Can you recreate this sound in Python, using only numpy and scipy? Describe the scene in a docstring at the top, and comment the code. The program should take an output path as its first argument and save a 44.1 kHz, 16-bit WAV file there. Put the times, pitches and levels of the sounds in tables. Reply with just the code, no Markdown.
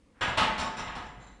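"""In a small, hard-walled gym, a loaded barbell is set back into a steel squat rack.
The bar brushes and hits one upright, then the other, and rocks to rest in ever weaker knocks.
Each impact excites the normal modes of the steel: crowded modes merge into a dense clash, while
well-separated ones sound as the clear notes of rack, plates and bar, and hooks and sleeve shimmer.
Reverberation smears the knocks over a quiet background of rumble and hiss."""
import sys
import numpy as np
from scipy import signal
from scipy.fft import rfft, irfft
from scipy.io import wavfile
from scipy.ndimage import uniform_filter1d

SR = 44100
rng = np.random.default_rng(int(sys.argv[2]) if len(sys.argv) > 2 else 0)


def wav_out(sig):
    """Save sig, one row per channel (or a flat mono array), as 16-bit PCM at SR to the path in sys.argv[1]."""
    wavfile.write(sys.argv[1], SR, np.round(np.clip(np.atleast_2d(sig).T, -1, 1) * 32767).astype(np.int16))


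N = 61739
T = np.arange(N) / SR
FREQS = np.maximum(np.arange(N // 2 + 1) * SR / N, 1)

# Impacts of the bar on the rack. Each row: start in seconds, rise in seconds, then relative levels
# in dB of thud, body, clang, edge, rack notes, plate notes, bar notes, hook ring and sleeve ring.
KNOCKS = [ (.2085, 0.022, -1, -4.5, -2.5, -7, -10, 0.5, -15, 0.5, 2.5),
          (.276, 0.007, -7, -5.5, -18, -13.5, -24, -13.5, -6, -20, -24),
          (.372, 0.015, -0.5, 0.5, -0.5, 3, 2.5, -7.5, -25, 3, -7),
          (.408, .020, -5, -4.5, -3.5, -7.5, 1, -16, 6, -17, -16),
          (.579, 0.032, -4, -5.5, -10.5, -2.5, -5.5, -33, -3.5, 3.5, 1.5),
          (.616, 0.0053, -26, -8.5, -35, -20, -7.5, -35, -26, -1, -20),
          (.767, 0.041, -5, -10.5, -15, -11.5, -12, -8.5, -33, 2.5, -0.5),
          (.866, 0.029, -14, -16, -15.5, -23, -12.5, -13, -14, -24, -35),
          (.950, 0.019, -9.5, -12.5, -20.5, -16, -19, -27, -18.5, -10.5, -13.5),
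          (1.055, 0.0067, -16.5, -23.5, -32, -37, -30, -30.5, -50, -20, -16.5),
          (1.165, 0.02, -12, -28, -45, -62, -57, -41, -19, -44, -32),
          (1.199, 0.042, -23, -25.5, -35.5, -32.5, -49, -43, -15.5, -36, -9),
          (1.262, 0.0085, -24, -36, -40.5, -38, -51, -33, -33, -42.5, -15.5), ]
EDGE_DB, RACK_DB, PLATES_DB, BAR_DB, HOOK_DB, SLEEVE_DB = np.array(KNOCKS).T[5:]
# Crowded modes of the steel, with the room's tail. Each row: frequency in Hz, relative spectral
# density in dB, and t60 (the time to decay by 60 dB) in seconds.
CLASH = [(25.1, -5, 1.0), (54.4, -5.5, 0.88), (109, 4.5, 0.14), (163, -7.5, 1), (378, -9.5, 1),
         (537, -6, 0.79), (956, 0.5, 0.64), (1600, -4, 1), (2210, -6, 1), (2685, -4, 0.67),
         (3740, -7, 0.59), (4860, -16, 0.48), (6460, -23.5, 0.58), (7900, -26, 0.54), (10030, -30, 0.31),
         (11150, -49.5, .45), (12500, -59, 0.63)]


def undb(db):
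    """Amplitude ratio of a level in decibels."""
    return 10 ** (np.asarray(db) / 20)


def unit(x):
    """Normalisation to an rms of 1."""
    return x / np.sqrt(np.mean(x ** 2))


def along(hz, points_hz, values):
    """Interpolation on a logarithmic frequency axis."""
    return np.interp(np.log(hz), np.log(points_hz), values)


def colour(table):
    """Spectral envelope: a gain at every frequency, from rows of frequency in Hz and level in dB."""
    rows = np.array(table)
    return undb(along(FREQS, rows[:, 0], rows[:, 1]))


def shaped(x, gain):
    """Linear filtering: the spectrum is multiplied by a gain, and the result scaled to an rms of 1."""
    return unit(irfft(rfft(x) * gain, N))


def noise(gain):
    """Filtered white noise takes on the spectral envelope of its filter."""
    return shaped(rng.standard_normal(N), gain)


def resonance(hz, width_hz):
    """Lorentzian curve of a resonance, with its full width at half height."""
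    return 1 / (1 + (2 * (FREQS - hz) / width_hz) ** 2)


def ringing(knock_db, t60):
    """Incoherent summation: the energies of the knocks build up, add and decay in one envelope."""
    direct_share, contact_s = 0.29, 0.002  # this share arrives while steel presses into steel
    energy = np.zeros(N)
    for (start, rise, *_), db in zip(KNOCKS, knock_db):
        first = int(start * SR)
        age = T[:N - first]
        direct = direct_share * np.minimum(age / contact_s, 1)
        build = np.minimum(direct + age / rise, 1)
        energy[first:] += (undb(db) * build) ** 2 * np.exp(-2 * np.log(1000) * age / t60)
    return np.sqrt(energy)


def wander(per_s):
    """Moving averages turn white noise into a smooth fluctuation with an rms of 1."""
    span = int(SR / per_s)
    return unit(uniform_filter1d(uniform_filter1d(rng.standard_normal(N), span), span))


def notes(pitches_hz, levels_db, t60s, knock_db):
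    """Interference: modes beat against their reflections, modelled as random level and phase drift."""
    waver_db, waver_per_s = 3.5, 26
    out = np.zeros(N)
    for hz, db, t60 in zip(pitches_hz, levels_db, t60s):
        phase = 2 * np.pi * (hz * T + rng.random())
        phase += np.log(undb(waver_db)) * wander(waver_per_s)
        gain = undb(db + waver_db * wander(waver_per_s))
        out += gain * np.sin(phase) * ringing(knock_db, t60)
    return out


def shimmer(centres_hz, clusters, knock_db):
    """Beating: each cluster of close modes shimmers like a narrow band of noise."""
    out = np.zeros(N)
    for hz, (width_hz, db, t60) in zip(centres_hz, clusters):
        out += undb(db) * noise(resonance(hz, width_hz)) * ringing(knock_db, t60)
    return out


def room_tone():
    """Stationary broadband noise forms the quiet rumble and hiss of the gym."""
    # Background spectrum. 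Each row: frequency in Hz, relative spectral density in dB.
    spectrum = [(15, -39), (25, -1), (65, -1.5), (161, -8), (197, -3), (269, 0.5), (377, -10.5),
                (527, -8.5), (600, -20), (1060, -17.5), (1300, -22), (1480, -27), (2180, -22.5),
                (3380, -29), (7350, -34), (9760, -34.5), (12000, -56), (15600, -77), (22000, -120)]
    return undb(-62) * noise(colour(spectrum))


def slide():
    """Sliding friction: the bar brushes the upright, swelling faintly into the first knock."""
    start_s, centre_hz, half_width_octaves = 0.12, 1210, 0.95
    swell = np.interp(T, [start_s, KNOCKS[0][0], KNOCKS[1][0]], [0, 1, 0])
    band = 1 / (1 + (np.log2(FREQS / centre_hz) / half_width_octaves) ** 4)
    return undb(-61.5) * swell * noise(band)


def chatter():
    """Rebound: steel meets steel again in tiny random contacts just after each knock."""
    contacts_per_s, decay_s = 650, 0.018
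    contacts = (rng.random(N) < contacts_per_s / SR) * rng.standard_normal(N)
    ticks = shaped(contacts, colour(CLASH) * FREQS / (FREQS + 1500))
    return undb(-40.5) * ticks * ringing(EDGE_DB, t60=decay_s * np.log(1000))


def sleeve_ring():
    """Closely spaced modes of the bar's sleeve beat in a thin ring."""
    # Centres of the mode clusters in Hz.
    centres_hz = [3930, 6230, 7260, 8880]
    # Each row: cluster width in Hz, relative level in dB, t60 in seconds.
    clusters = [(500, -5, 0.97), (280, -8, 0.64), (181, 1.5, 0.56), (200, -17, 0.32)]
    return shimmer(centres_hz, clusters, SLEEVE_DB - 52)


def hook_ring():
    """Closely spaced modes of the rack's hooks beat in a bright ring."""
    # Centres of the mode clusters in Hz.
    centres_hz = [5050, 5330, 5750, 9100]
    # Each row: cluster width in Hz, relative level in dB, t60 in seconds.
    clusters = [(150, -10.5, 0.88), (170, 1.5, 0.47), (260, 0.5, 0.48), (350, -7.5, 0.24)]
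    return shimmer(centres_hz, clusters, HOOK_DB - 52)


def bar_notes():
    """Bending modes of the loaded bar give low, long notes."""
    # The lists give each mode's frequency in Hz, relative level in dB and t60 in seconds.
    pitches_hz = [50, 188, 217, 250]
    levels_db = [-12.5, -2.5, -4.5, -3.5]
    t60s = [6, 1.28, 1.2, 1.37]
    return notes(pitches_hz, levels_db, t60s, BAR_DB - 42.5)


def plate_notes():
    """The weight plates vibrate freely in inharmonic modes after each impact."""
    # The lists give each mode's frequency in Hz, relative level in dB and t60 in seconds.
    pitches_hz = [530, 781, 992, 1250, 1283, 1438, 1510, 1652, 1890, 2073, 2599, 2832, 2940, 3192, 3435]
    levels_db = [-6, -7.5, -1.5, -0.5, -2.5, -5, -11, -3, -6.5, -8.5, -5, -10.5, -10, -13, -8.5]
    t60s = [0.3, 0.79, 0.84, 0.96, 0.29, 0.71, 0.61, 1, 1, 0.99, 0.53, 0.79, 1, 0.63, 0.6]
    return notes(pitches_hz, levels_db, t60s, PLATES_DB - 35)


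def rack_notes():
    """The struck uprights ring at their natural frequencies, each with its own damping."""
    # The lists give each mode's frequency in Hz, relative level in dB and t60 in seconds.
    pitches_hz = [624, 719, 858, 884, 924, 1108, 1273, 1482, 1917, 2012, 2462, 2978, 3758, 4177]
    levels_db = [-7.5, -16, -7.5, -2.5, -5, 1, -5, -24, -15.5, -13, -2.5, -10, -7, -8]
    t60s = [.7, 2.54, 1.04, 0.91, 0.61, 0.4, 0.83, 0.3, 0.29, 1.44, 0.17, 0.57, 0.2, 0.17]
    return notes(pitches_hz, levels_db, t60s, RACK_DB - 32)


def crowded_modes():
    """Frequency response of narrow treble resonances of steel, added in power to a diffuse share."""
    count, scatter_db = 520, 3.5
    power = np.zeros(len(FREQS))
    for place, size in zip(rng.random(count), rng.standard_normal(count)):
        hz = 1500 + 9500 * place ** 1.3
        power += undb(scatter_db * size) ** 2 * resonance(hz, width_hz=2.8)
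    diffuse = along(FREQS, [1500, 3000], [1, 0.6])
    return np.sqrt(diffuse + (1 - diffuse) * power / uniform_filter1d(power, size=500))


def clash():
    """At high modal density, steel and reverberation merge into noise that decays band by band."""
    # Centres of the thud, body, clang and edge registers in Hz.
    registers_hz = [100, 800, 3300, 4700]
    spectrum = rfft(noise(colour(CLASH) * crowded_modes()))
    hz, _, t60 = np.array(CLASH).T
    out = np.zeros(N)
    for centre in 20 * 2 ** np.arange(0, 10, .5):  # half-octave steps
        triangle = np.maximum(1 - 2 * abs(np.log2(FREQS / centre)), 0)
        knock_db = [along(centre, registers_hz, knock[2:6]) for knock in KNOCKS]
        out += irfft(spectrum * triangle, N) * ringing(knock_db, along(centre, hz, t60))
    return undb(-23.5) * out


def scene():
    """Superposition: the sounds of rack, barbell and room add at one listening point."""
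    rings = rack_notes() + plate_notes() + bar_notes() + hook_ring() + sleeve_ring()
    return (clash() + chatter() + rings + slide() + room_tone())[None]


def record(dry):
    """Band limiting: a steep elliptic low-pass filter removes the highest treble."""
    cutoff_hz = 12200
    return signal.sosfilt(signal.ellip(10, .2, 80, cutoff_hz, fs=SR, output="sos"), dry)


dry = scene()
out = record(dry)
wav_out(out)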